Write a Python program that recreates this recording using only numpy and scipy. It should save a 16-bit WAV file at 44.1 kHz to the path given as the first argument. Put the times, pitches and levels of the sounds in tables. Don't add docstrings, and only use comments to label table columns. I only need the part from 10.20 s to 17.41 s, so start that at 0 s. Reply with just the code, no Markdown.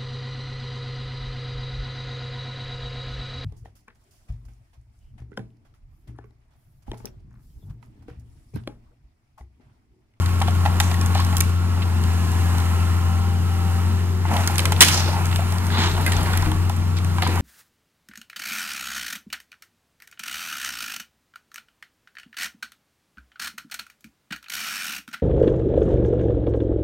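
import sys
import numpy as np
from scipy import signal
from scipy.fft import next_fast_len
from scipy.io import wavfile
from scipy.ndimage import uniform_filter1d

SR = 44100
rng = np.random.default_rng(int(sys.argv[2]) if len(sys.argv) > 2 else 0)


def master_out(mix):
    frames = np.transpose(np.atleast_2d(mix))
    ceiling = np.clip(frames, -1, 1)
    pcm = np.round(ceiling * 32767).astype(np.int16)
    wavfile.write(sys.argv[1], SR, pcm)


def volts_from_decibels(level):
    exponent = np.asarray(level, float) / 20
    return 10 ** exponent


N = 317961
T = np.arange(N) / SR

# f/Hz, likeness [0..1]
LIKENESS = [(60, .98), (300, .9), (1000, .84), (3500, .78), (5400, .66), (9000, .68), (15000, .45)]


def evened(x):
    return x / np.sqrt(np.mean(x ** 2) + 1e-20)


def read(points, hz):
    f, value = np.transpose(points)
    return np.interp(np.log(hz + 1), np.log(f + 1), value)


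def curves(rows):
    s, *columns = np.transpose(rows)
    return [np.interp(T, s, c) for c in columns]


def add(mix, s, sound):
    part = mix[max(round(s * SR), 0):][:len(sound)]
    part += sound[:len(part)]


def slow(most_hz):
    knots = rng.standard_normal(N // 100 + 402)
    lowpass = signal.butter(2, min(most_hz, 200), fs=SR / 100, output="sos")
    knots = signal.sosfilt(lowpass, knots)[400:]
    return np.interp(np.arange(N) / 100, np.arange(len(knots)), evened(knots))


def band(x, low_hz, high_hz):
    bandpass = signal.butter(2, [low_hz, min(high_hz, 20000)], "band", fs=SR, output="sos")
    return signal.sosfilt(bandpass, x)


def partner(left, other, same):
    return same * left + np.sqrt(1 - same ** 2) * other


def noise(colour, patchy_db, size):
    hz = np.fft.rfftfreq(size, 1 / SR)
    a, b, c, d, patches = rng.standard_normal((N // (size // 4) + 5, len(hz), 5)).T
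    patches = uniform_filter1d(patches, size=size // 100, axis=0)
    patches = evened(uniform_filter1d(patches, size=6000 // size * 4, axis=1))
    same = np.clip(read(LIKENESS, hz), 0, 1)[:, None]
    left = a + 1j * b
    z = np.array([left, partner(left, c + 1j * d, same)])
    z *= volts_from_decibels(read(colour, hz)[:, None] + patchy_db * patches)
    z /= np.sqrt(hz + 10)[:, None]
    return evened(signal.istft(z, nperseg=size, noverlap=size * 3 // 4)[1][:, :N])


def scatter(per_s, spread_db, fall_s):
    landed = rng.random(N) < per_s / SR
    hits = volts_from_decibels(spread_db * np.minimum(rng.exponential(1, N), 4)) * landed
    return evened(signal.lfilter([1], [1, -np.exp(-1 / (fall_s * SR))], hits))


def valve(start_s, length_s):
    move_s = 0.092
    travel = np.minimum(T - start_s, start_s + length_s - T) / move_s
    return np.sin(np.pi / 2 * np.clip(travel, 0, 1))


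def engine():
    # t/s, f/Hz, hum level/dB
    firing = [(0, 87.96, -19.5), (1.02, 88.3, -18.5), (1.63, 88.16, -20.5), (1.84, 86.05, -19.5),
              (2.3, 86, -19), (2.91, 86.9, -19), (3.03, 88.3, -18), (3.23, 88, -20.5), (3.65, 88.2, -19),
              (4.12, 89.5, -21.5), (5.2, 89.63, -21), (6.4, 89.7, -21), (7.21, 89.5, -21)]
    sixths_of_firing = [3, 8, 10.25, 15, 18, 20]
    orders_db = [-31, -26.5, -23.5, -22.5, -34, -34]
    # t/s,
    # length/s, level/dB, order [x firing rate], wander/Hz
    whines = [(-.1, 1.36, -41.5, 12.42, 4), (1.75, 1.05, -47, 9.02, 7), (2.78, .44, -42, 8.95, 6),
              (3.27, .36, -41, 8.86, 5), (1.7, 1.45, -45, 12.15, 12), (-.1, 2.2, -46, 15.4, 43),
              (2.4, .75, -43, 15.4, 35), (3.2, .55, -43, 15, 30), (4.6, 2.7, -48, 15.4, 50),
              (1.75, .6, -48.5, 19.7, 25), (1.7, 2.2, -54, 32.5, 150), (3.65, .4, -44, 4.25, 25),
              (4.2, 3.2, -36, 1.69, 1.5), (.1, 2.5, -47, 3.01, 1.5), (1.1, .6, -49, 12.4, 10),
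              (3.45, .3, -47, 10.55, 6), (6.25, .75, -48, 12.62, 5)]
    hz, hum_db = curves(firing)
    turns = 2 * np.pi * np.cumsum(hz + .5 * slow(11.3)) / SR
    out = volts_from_decibels(hum_db + 0.99 * slow(23)) * np.cos(turns)
    out += volts_from_decibels(hum_db - 17 + 1.5 * slow(8.6)) * np.cos(2 * turns + 0.15)
    for sixths, db in zip(sixths_of_firing, orders_db):
        phase = 2 * np.pi * rng.random()
        out += volts_from_decibels(hum_db + db + 2.5 * slow(4)) * np.cos(sixths * turns / 6 + phase)
    for start_s, length_s, db, order, width_hz in whines:
        phase = 2 * np.pi * np.cumsum(order * hz + width_hz * slow(30.12)) / SR
        out += valve(start_s, length_s) * volts_from_decibels(db + 1.1 * slow(5.5)) * np.cos(phase)
    return np.sqrt(2) * out, turns


def rubble(turns):
    # f/Hz, level/dB per third octave
    rumble_colour = [(25, -33), (42, -30), (62, -6), (90, 1.5), (125, 1.5), (160, 2), (210, 2.5),
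                     (260, -4.5), (350, 0), (500, -9.5), (700, -17)]
    boards_colour = [(350, -16), (520, -15), (650, -8), (800, -0.5), (1000, 1.5), (1200, -2.5), (1400, 2.5),
                     (1600, -13), (2200, -16)]
    splinters_colour = [(1100, -21.5), (1600, 5), (2200, 1), (2900, 1), (3300, -8.5), (4500, -24),
                        (6500, -35)]
    dust_colour = [(3200, -12), (4600, -15), (5500, -16), (6600, -4), (8000, -1), (11000, 3), (14000, 3.5),
                   (16500, 2.5)]
    # t/s, effort/dB
    effort = [(0, -2), (.82, 1), (1.17, 1.5), (1.36, -4.5), (1.95, 0.5), (2.39, 3), (3.19, -3.5), (3.55, 0),
              (4, -5.5), (4.2, 4.5), (4.56, 0.5), (4.68, 12.5), (4.85, 3.5), (5.4, 0.5), (6.1, 4),
              (6.45, -2.5), (6.77, -5.5), (7.21, 3)]
    rest_db = [-35.5, -36, -40.5, -42.5]
    follow = [.3, .7, .9, 1.01]
    # start/s, end/s
    quiet_s = (1.3, 4.05)
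    effort_db = curves(effort)[0]
    rumble_db, boards_db, splinters_db, dust_db = (db + share * effort_db for db, share in zip(rest_db, follow))
    throb = 1 + 0.046 * np.cos(turns / 2) + 0.041 * np.cos(turns)
    falling = (T < quiet_s[0]) | (T > quiet_s[1])
    pieces = .55 * scatter(per_s=30, spread_db=0, fall_s=0.007) * falling
    out = volts_from_decibels(rumble_db + 2.5) * noise(rumble_colour, patchy_db=0.5, size=2048)
    out += volts_from_decibels(boards_db) * noise(boards_colour, patchy_db=0.67, size=512) * evened(throb + .15 * pieces)
    splinters = noise(splinters_colour, patchy_db=1, size=512)
    out += volts_from_decibels(splinters_db - 0.6) * splinters * evened(throb + .2 * pieces)
    dust = noise(dust_colour, patchy_db=-1, size=512)
    return out + volts_from_decibels(dust_db + 1.9) * dust * evened(throb + .25 * pieces)


def wind():
    # peak t/s, level/dB
    gusts = [
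        (5.7, -34),
        (6.0, -28),
        (6.26, -21),
    ]
    breeze_db, rise_s, fall_s = -43.5, 0.097, 0.11
    lumps = rng.standard_normal((3, N))
    shared, left, right = (evened(band(band(v, 31, 55), 28, 58)) for v in lumps)
    force = volts_from_decibels(breeze_db + 3 * slow(1.5))
    for s, db in gusts:
        force += volts_from_decibels(db) * np.exp(np.minimum((T - s) / rise_s, (s - T) / fall_s))
    return volts_from_decibels(-6.5) * force * (shared + 0.36 * np.array([left, right]))


def cracks():
    # t/s, peak level/dB
    thin_snaps = [(0.203, -24), (0.308, -30), (.4604, -28), (0.605, -15), (0.6136, -21), (.861, -20.5),
                  (.977, -27), (1.048, -21), (1.168, -15), (1.181, -28), (1.2204, -27), (2.1176, -27),
                  (4.2746, -10), (4.4027, -17), (4.5208, -14), (4.7242, -19), (5.056, -18.5), (5.3228, -21),
                  (5.467, -24), (5.864, -22), (6.174, -23), (6.5633, -30), (7.157, -24)]
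    # t/s, peak level/dB
    lath_cracks = [(0.2203, -22), (0.742, -22), (0.8127, -22), (.9497, -26), (1.002, -22), (1.2053, -14),
                   (1.2082, -13), (1.838, -24), (2.382, -22), (4.138, -23), (4.357, -19.5), (4.3817, -10),
                   (4.4548, -9.5), (5.1597, -16.5), (5.3027, -30), (5.3837, -23.5), (5.541, -34),
                   (5.5835, -27), (5.92, -17), (5.966, -30), (6.1744, -23.5), (6.2235, -22), (6.496, -20),
                   (6.8465, -24), (7.0743, -19)]
    # t/s, peak level/dB
    board_breaks = [(0.0595, -25), (4.5211, -20.5), (.9497, -29), (.601, -11), (0.714, -25), (1.1266, -31),
                    (2.4009, -29), (4.166, -22), (4.392, -14.5), (4.5275, -25), (5.8631, -28),
                    (5.8768, -30), (5.9334, -25), (6.133, -25), (6.3157, -28), (6.7685, -31),
                    (6.7857, -29.5), (6.9823, -29), (7.0213, -22), (7.031, -25)]
    # t/s, peak level/dB
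    wall_crunches = [(.2158, -31), (.275, -37), (.283, -34.5), (.4529, -35), (.459, -34), (5.92, -34),
                     (4.0853, -40), (4.2354, -34), (4.562, -33), (4.881, -35), (5.1122, -36), (5.1266, -33),
                     (5.5014, -38), (6.2594, -39), (7.0225, -33)]
    # body level/dB, t60/s
    thickness = [
        (-10.5, 0.023),
        (-4.5, .021),
        (.5, .025),
        (7, 0.03),
    ]
    # t/s, peak level/dB, body level/dB, t60/s
    rafter = [
        (4.6068, 3, -3, 0.025),
        (4.6104, 3.5, -7.5, 0.037),
        (4.6191, 5, -9, 0.034),
        (4.6251, 3, -2, .019),
        (4.6334, -6, -5, 0.04),
        (4.6482, -10, -10, .03),
        (4.6837, -9, -7, 0.045),
    ]
    events = list(rafter)
    for rows, wood in zip((thin_snaps, lath_cracks, board_breaks, wall_crunches), thickness):
        events += [(*row, *wood) for row in rows]
    out, t = np.zeros((N, 2)), T[:SR // 16, None]
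    fibres = rng.standard_normal((3, N + len(t)))
    fibres = fibres[0] + 0.74 * fibres[1:]
    body = evened(band(fibres, 1290, 3760)).T
    bright = evened(band(fibres, 4230, 13700)).T
    top = evened(band(fibres, 8700, 20000)).T
    click = 2.5 * signal.unit_impulse(300)
    for s, db, body_db, t60_s in events:
        at = slice(round(s * SR), round(s * SR) + len(t))
        envelope = volts_from_decibels(db - 3.5 - 60 * t / (0.83 * t60_s)) * np.minimum(t / 0.00026, 1)
        thin = np.clip(-body_db / 16, 0, 1)
        build = np.minimum(t / 0.0024, 1)
        parting = thin * top[at] + (1 - 0.49 * thin) * bright[at]
        parting += volts_from_decibels(body_db + 6.5) * build * body[at]
        add(out, s, envelope * parting)
        add(out, s + .0004, volts_from_decibels(db + .8) * band(click, 3000 + 3000 * thin, 20000)[:, None])
    return out.T


def knocks():
    # t/s, peak level/dB, f/Hz
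    struck_boards = [(0.214, -15.5, 790), (0.281, -17.5, 715), (0.4585, -12, 838), (0.603, -15.5, 833),
                     (0.714, -25, 850), (.226, -23, 900), (.452, -20, 806), (.473, -24, 750),
                     (.815, -27, 1095), (.904, -26, 900), (.973, -24, 820), (1.003, -22, 1100),
                     (1.146, -24, 800), (5.604, -21, 960), (5.618, -21, 900), (5.647, -23, 1000),
                     (5.665, -23, 950), (5.798, -22, 851), (5.93, -24, 1810), (6.316, -23, 900),
                     (.743, -29, 1900), (1.169, -26, 3300), (1.208, -19, 2300), (.602, -22, 1600),
                     (4.277, -22, 1400), (4.185, -25, 900), (4.888, -23, 600), (4.93, -22.5, 880),
                     (4.94, -25, 900), (4.976, -23, 880), (4.987, -23, 850), (5.008, -25, 790),
                     (5.1596, -25, 2890), (5.218, -25, 750), (5.327, -28, 850), (5.369, -30, 750),
                     (5.984, -25.5, 720), (6.076, -27, 950), (6.1, -25, 720), (6.227, -24, 1000),
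                     (6.268, -26, 894), (7.0212, -20, 2090), (7.034, -21, 755), (5.5012, -26, 1650),
                     (6.0584, -27, 1800), (6.1343, -22, 1480), (6.1745, -24, 1940), (6.2266, -26, 1550),
                     (6.2595, -27, 1500), (5.968, -31, 3450), (5.767, -31, 3000), (4.4555, -21, 2000),
                     (6.068, -25, 900), (6.085, -25, 1050),
                     (0.953, -17, 776), (0.993, -19.5, 1020), (1.13, -22, 860), (4.052, -20.5, 890),
                    (4.113, -22, 829), (4.135, -25, 760), (4.162, -18.5, 850), (4.297, -23, 822),
                    (4.392, -28, 950), (4.453, -19, 1316), (4.519, -16.5, 860), (4.61, -16, 1004),
                    (4.802, -23.5, 847), (4.877, -23, 867), (4.917, -25, 860), (4.964, -23, 850),
                    (5.545, -25, 947), (5.581, -21, 940), (5.776, -21, 930), (6.497, -20.5, 814),
                    (6.983, -19.5, 998), (7.024, -17.5, 752), (7.065, -18, 990), (7.158, -22, 854),
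                    (7.174, -21, 965)]
    # t/s, peak level/dB, f/Hz, t60/s, build-up/cycles
    beams = [(4.1, -22, 210, 0.29, 5), (3.3, -36, 212, 0.3, 5), (4.44, -22, 140, 0.45, 6),
             (5, -33, 130, 0.41, 6), (5.57, -19, 226, 0.26, 5.1), (5.949, -17, 60, 0.38, 2.6),
             (6.17, -20, 36.6, 0.48, 3), (6.261, -23, 310, 0.36, 4.9), (6.3, -23, 152, 0.43, 5.1),
             (5.8635, -17.5, 2050, 0.075, 2.1), (5.876, -19.5, 1600, 0.07, 2.2),
             (5.19, -21.5, 680, .05, 2.1), (4.61, -20, 330, 0.1, 1.2), (4.61, -30, 27, .3, 1.1)]
    board_t60_s, board_cycles = .04, 1.63
    beam_hz, dull_db = 400, -8
    plank_hz = 1500
    modes = ((1, 2), (1.22, -6), (.8, -6.5), (1.6, -6.5), (2.3, -10), (3.1, -14))
    events = [(*row, board_t60_s, board_cycles) for row in struck_boards]
    out, t = np.zeros((N, 2)), T[:SR // 5, None]
    for s, db, hz, t60_s, cycles in [*events, *beams]:
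        ring = 0
        for ratio, mode_db in modes:
            dulled = (ratio != 1) * (hz < beam_hz) + (ratio > 1.5) * (hz > plank_hz)
            mode = np.sin(2 * np.pi * (ratio * hz * t + rng.random()))
            ring = ring + volts_from_decibels(mode_db + dulled * dull_db) * mode
        fall_s = np.clip(t60_s * min(1, plank_hz / hz), .015, .5)
        add(out, s, volts_from_decibels(db - 60 * t / fall_s) * np.minimum(t * hz / cycles, 1) * ring)
    return out.T


def yard(x):
    # f/Hz, t60/s
    decay = [(300, 0.4), (1000, 0.54), (3000, 0.7), (6000, 0.45), (12000, 0.37)]
    taps = np.zeros((2, SR // 2))
    at = np.arange(200, SR // 2 - 20, 20)
    at = at + rng.integers(0, 20, (2, len(at)))
    np.put_along_axis(taps, at, rng.choice([-1., 1.], at.shape), 1)
    hz, t, z = signal.stft(taps, SR, nperseg=256)
    tail = signal.istft(z * volts_from_decibels(-60 * t / read(decay, hz)[:, None]), SR, nperseg=256)[1]
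    return signal.fftconvolve(x[None], tail / np.linalg.norm(tail[0]), axes=1)[:, :N]


def showers():
    # t/s, length/s, level/dB, centre f/Hz,
    # width/Hz
    debris_falls = [(0.612, 0.12, -40, 7060, 2500), (1.608, .014, -38, 2100, 900),
                    (1.618, .022, -32.5, 2500, 1800), (5.52, .24, -38, 3700, 900),
                    (5.56, .14, -34, 1700, 700), (4.67, .04, -30, 7000, 9000), (.6, .07, -37, 1900, 1600),
                    (1.75, 1.1, -50, 8500, 5000), (3.2, .7, -51, 12000, 6000),
                    (4.712, 0.12, -29, 5700, 2000), (5.8, .5, -46, 4000, 2200),
                    (4.605, .06, -28, 600, 400), (1.17, .18, -45, 11000, 8000),
                    (4.72, .1, -33, 9000, 5000), (.605, .12, -40, 10000, 5000),
                    (.45, .03, -40, 8000, 8000), (4.74, .26, -37, 4800, 2600),
                    (5.5, 0.36, -39, 3500, 1500), (5.565, 0.17, -30, 2500, 2200),
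                    (5.58, 0.18, -39, 6800, 3500), (6.764, 0.04, -40.5, 3600, 3000),
                    (7.019, 0.12, -39, 3750, 1800), (4.09, 0.17, -28, 800, 350),
                    (4.72, 0.2, -33.5, 850.1, 398), (4.9, .18, -36, 880, 300),
                    (5.53, .17, -30.5, 970, 350), (5.63, 0.077, -29, 950, 400),
                    (5.72, 0.6, -34.5, 850, 400), (6.98, 0.24, -37, 912, 400),
                    (4.06, 0.35, -37.5, 2000, 900),
                    (4.07, 0.15, -32, 230, 230), (4.6, 0.091, -30, 240, 260), (5.5, 0.22, -33, 250, 250),
              (5.56, .3, -36, 360, 130), (5.75, .55, -33.5, 250, 300), (7.0, 0.38, -32.5, 290, 270),
              (4.63, .28, -34, 2600, 2300), (4.62, 0.22, -32, 8500, 6600), (5.52, 0.28, -32, 1640, 1000),
              (5.862, .04, -27.5, 2000, 900), (4.606, .045, -22, 4600, 1700), (4.608, .05, -20, 1700, 700),
              (4.63, 0.11, -33, 4600, 1500), (5.84, .5, -43, 2070, 1410), (7.01, .25, -36, 2100, 1200),
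              (.4, 0.58, -40.5, 890, 503), (.94, .12, -37, 2900, 3000), (4.1, 0.25, -41, 9000, 7000),
              (6.04, .3, -36, 1600, 1400), (4.37, 0.27, -36, 520, 400), (4.85, 0.086, -33, 345, 300)]
    out = np.zeros((N, 2))
    fine = .5 + .5 * scatter(per_s=500, spread_db=2, fall_s=0.0039)
    coarse = .65 + 0.38 * scatter(per_s=100, spread_db=3, fall_s=0.0083)
    for s, length_s, db, hz, width_hz in debris_falls:
        u = np.linspace(0, 1, round(1.2 * length_s * SR))
        same = np.clip(read(LIKENESS, hz) - (hz > 3000) * 0.29, 0, 1)
        raw = rng.standard_normal((2, len(u) + 900))
        left, other = band(raw, hz - width_hz / 2, hz + width_hz / 2)[:, 900:]
        hiss = evened(np.array([left, partner(left, other, same)]))
        grain = (fine if hz > 1500 else coarse)[round(s * SR):][:len(u)]
        envelope = np.sin(np.pi * u[:len(grain)] ** 0.45) ** 1.4
        add(out, s, (volts_from_decibels(db) * envelope * grain * hiss[:, :len(grain)]).T)
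    return out.T


def chips():
    # t/s, peak level/dB, f/Hz
    flying = [(.868, -33, 10000), (1.2943, -38, 8000), (4.263, -33, 8000), (4.3166, -32, 10500),
              (4.365, -30, 12500), (4.387, -22, 9000), (4.436, -31, 13000), (4.462, -28, 9000),
              (5.7002, -29, 12500), (5.737, -33, 9500), (5.7745, -30, 11000), (5.781, -33, 9010),
              (5.812, -26, 11000), (5.8199, -27, 11500), (5.8638, -17, 11200), (5.869, -22, 10500),
              (5.877, -22, 11000), (5.885, -29, 14000), (5.9033, -28, 9860), (5.924, -22, 8500),
              (5.9661, -24, 6800), (5.975, -29, 10000), (6.0095, -28, 10600), (6.031, -24, 10000),
              (6.042, -28, 13000), (6.072, -31, 11000), (6.1733, -14.5, 12000), (6.3163, -32, 9750),
              (5.068, -29, 9000), (5.168, -29, 10000), (5.343, -31, 9000), (5.458, -30, 11000),
              (5.473, -33, 10500), (6.568, -30, 10500)]
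    # t/s, peak level/dB, f/Hz
    splits = [(.6005, -17, 9000), (.8125, -25, 8000), (1.1682, -11, 11200), (1.1745, -18, 12500),
              (1.1815, -15, 12000), (1.205, -7, 12500), (1.2082, -8.5, 9500), (1.2205, -21, 11000),
              (4.2755, -16, 8000), (4.2805, -25, 9500), (4.382, -14, 11500), (4.4548, -14, 11000),
              (4.5215, -19, 9000), (4.6072, -5, 6000), (4.382, -21, 4600), (4.4548, -20, 4200),
              (1.2052, -20, 4500), (6.176, -27, 3800)]
    out, t = np.zeros((N, 2)), T[:SR // 30, None]
    # rows, t60/s, half width re f
    for rows, t60_s, width in ((flying, .017, .19), (splits, .011, .33)):
        for s, db, hz in rows:
            a, b, c = rng.standard_normal((3, len(t) + 200))
            ports = np.array([a + .6 * b, a + 0.72 * c])
            fizz = evened(band(ports, hz * (1 - width), hz * (1 + width))[:, 200:]).T
            add(out, s, volts_from_decibels(db - 2 - 60 * t / t60_s) * np.minimum(t / .0003, 1) * fizz)
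    return out.T


def scene():
    hum, turns = engine()
    machine = hum + rubble(turns) + wind()
    wood = cracks() + knocks()
    return machine + wood + volts_from_decibels(-13) * yard(wood[0]) + showers() + chips()


def band_limit(x):
    return signal.sosfilt(signal.butter(12, 16090, fs=SR, output="sos"), x)


def record(dry):
    # f/Hz, level/dB
    cavity = [(2500, 0), (4200, 7.5), (5700, 5.5), (7500, 2), (10000, -2.5), (16000, -9.5)]
    # f/Hz, level/dB
    port_balance = [(60, 3), (110, 3.5), (200, 3), (380, 3.5), (700, -0.5), (1290, 0), (2380, -4.5),
                    (4400, 2.5), (8120, -5.5), (15000, -11)]
    # f/Hz, phase/rad
    left_lead = [(0, 0.5), (1290, -1.0), (1550, -1.66), (1810, -1.2), (2760, -1.48), (5860, -4),
                 (6980, -4.5), (9730, -5.5), (11400, -5), (15700, -8.5)]
    edge_hz = 15650
    size = next_fast_len(N + 2048)
    hz = np.fft.rfftfreq(size, 1 / SR)
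    half_db = read(port_balance, hz) / 2
    lead_rad = np.interp(hz, *np.transpose(left_lead))
    ports = volts_from_decibels(read(cavity, hz) + np.array([half_db, -half_db]))
    ports = ports * np.exp(1j * np.outer([1, 0], lead_rad))
    ports *= np.clip((edge_hz - hz) / 300 + 1, 0, 1)
    heard = np.fft.irfft(np.fft.rfft(dry, size) * ports, size)[:, :N]
    return band_limit(np.clip(heard, -1, 1))


dry = scene()
out = record(dry)
master_out(out)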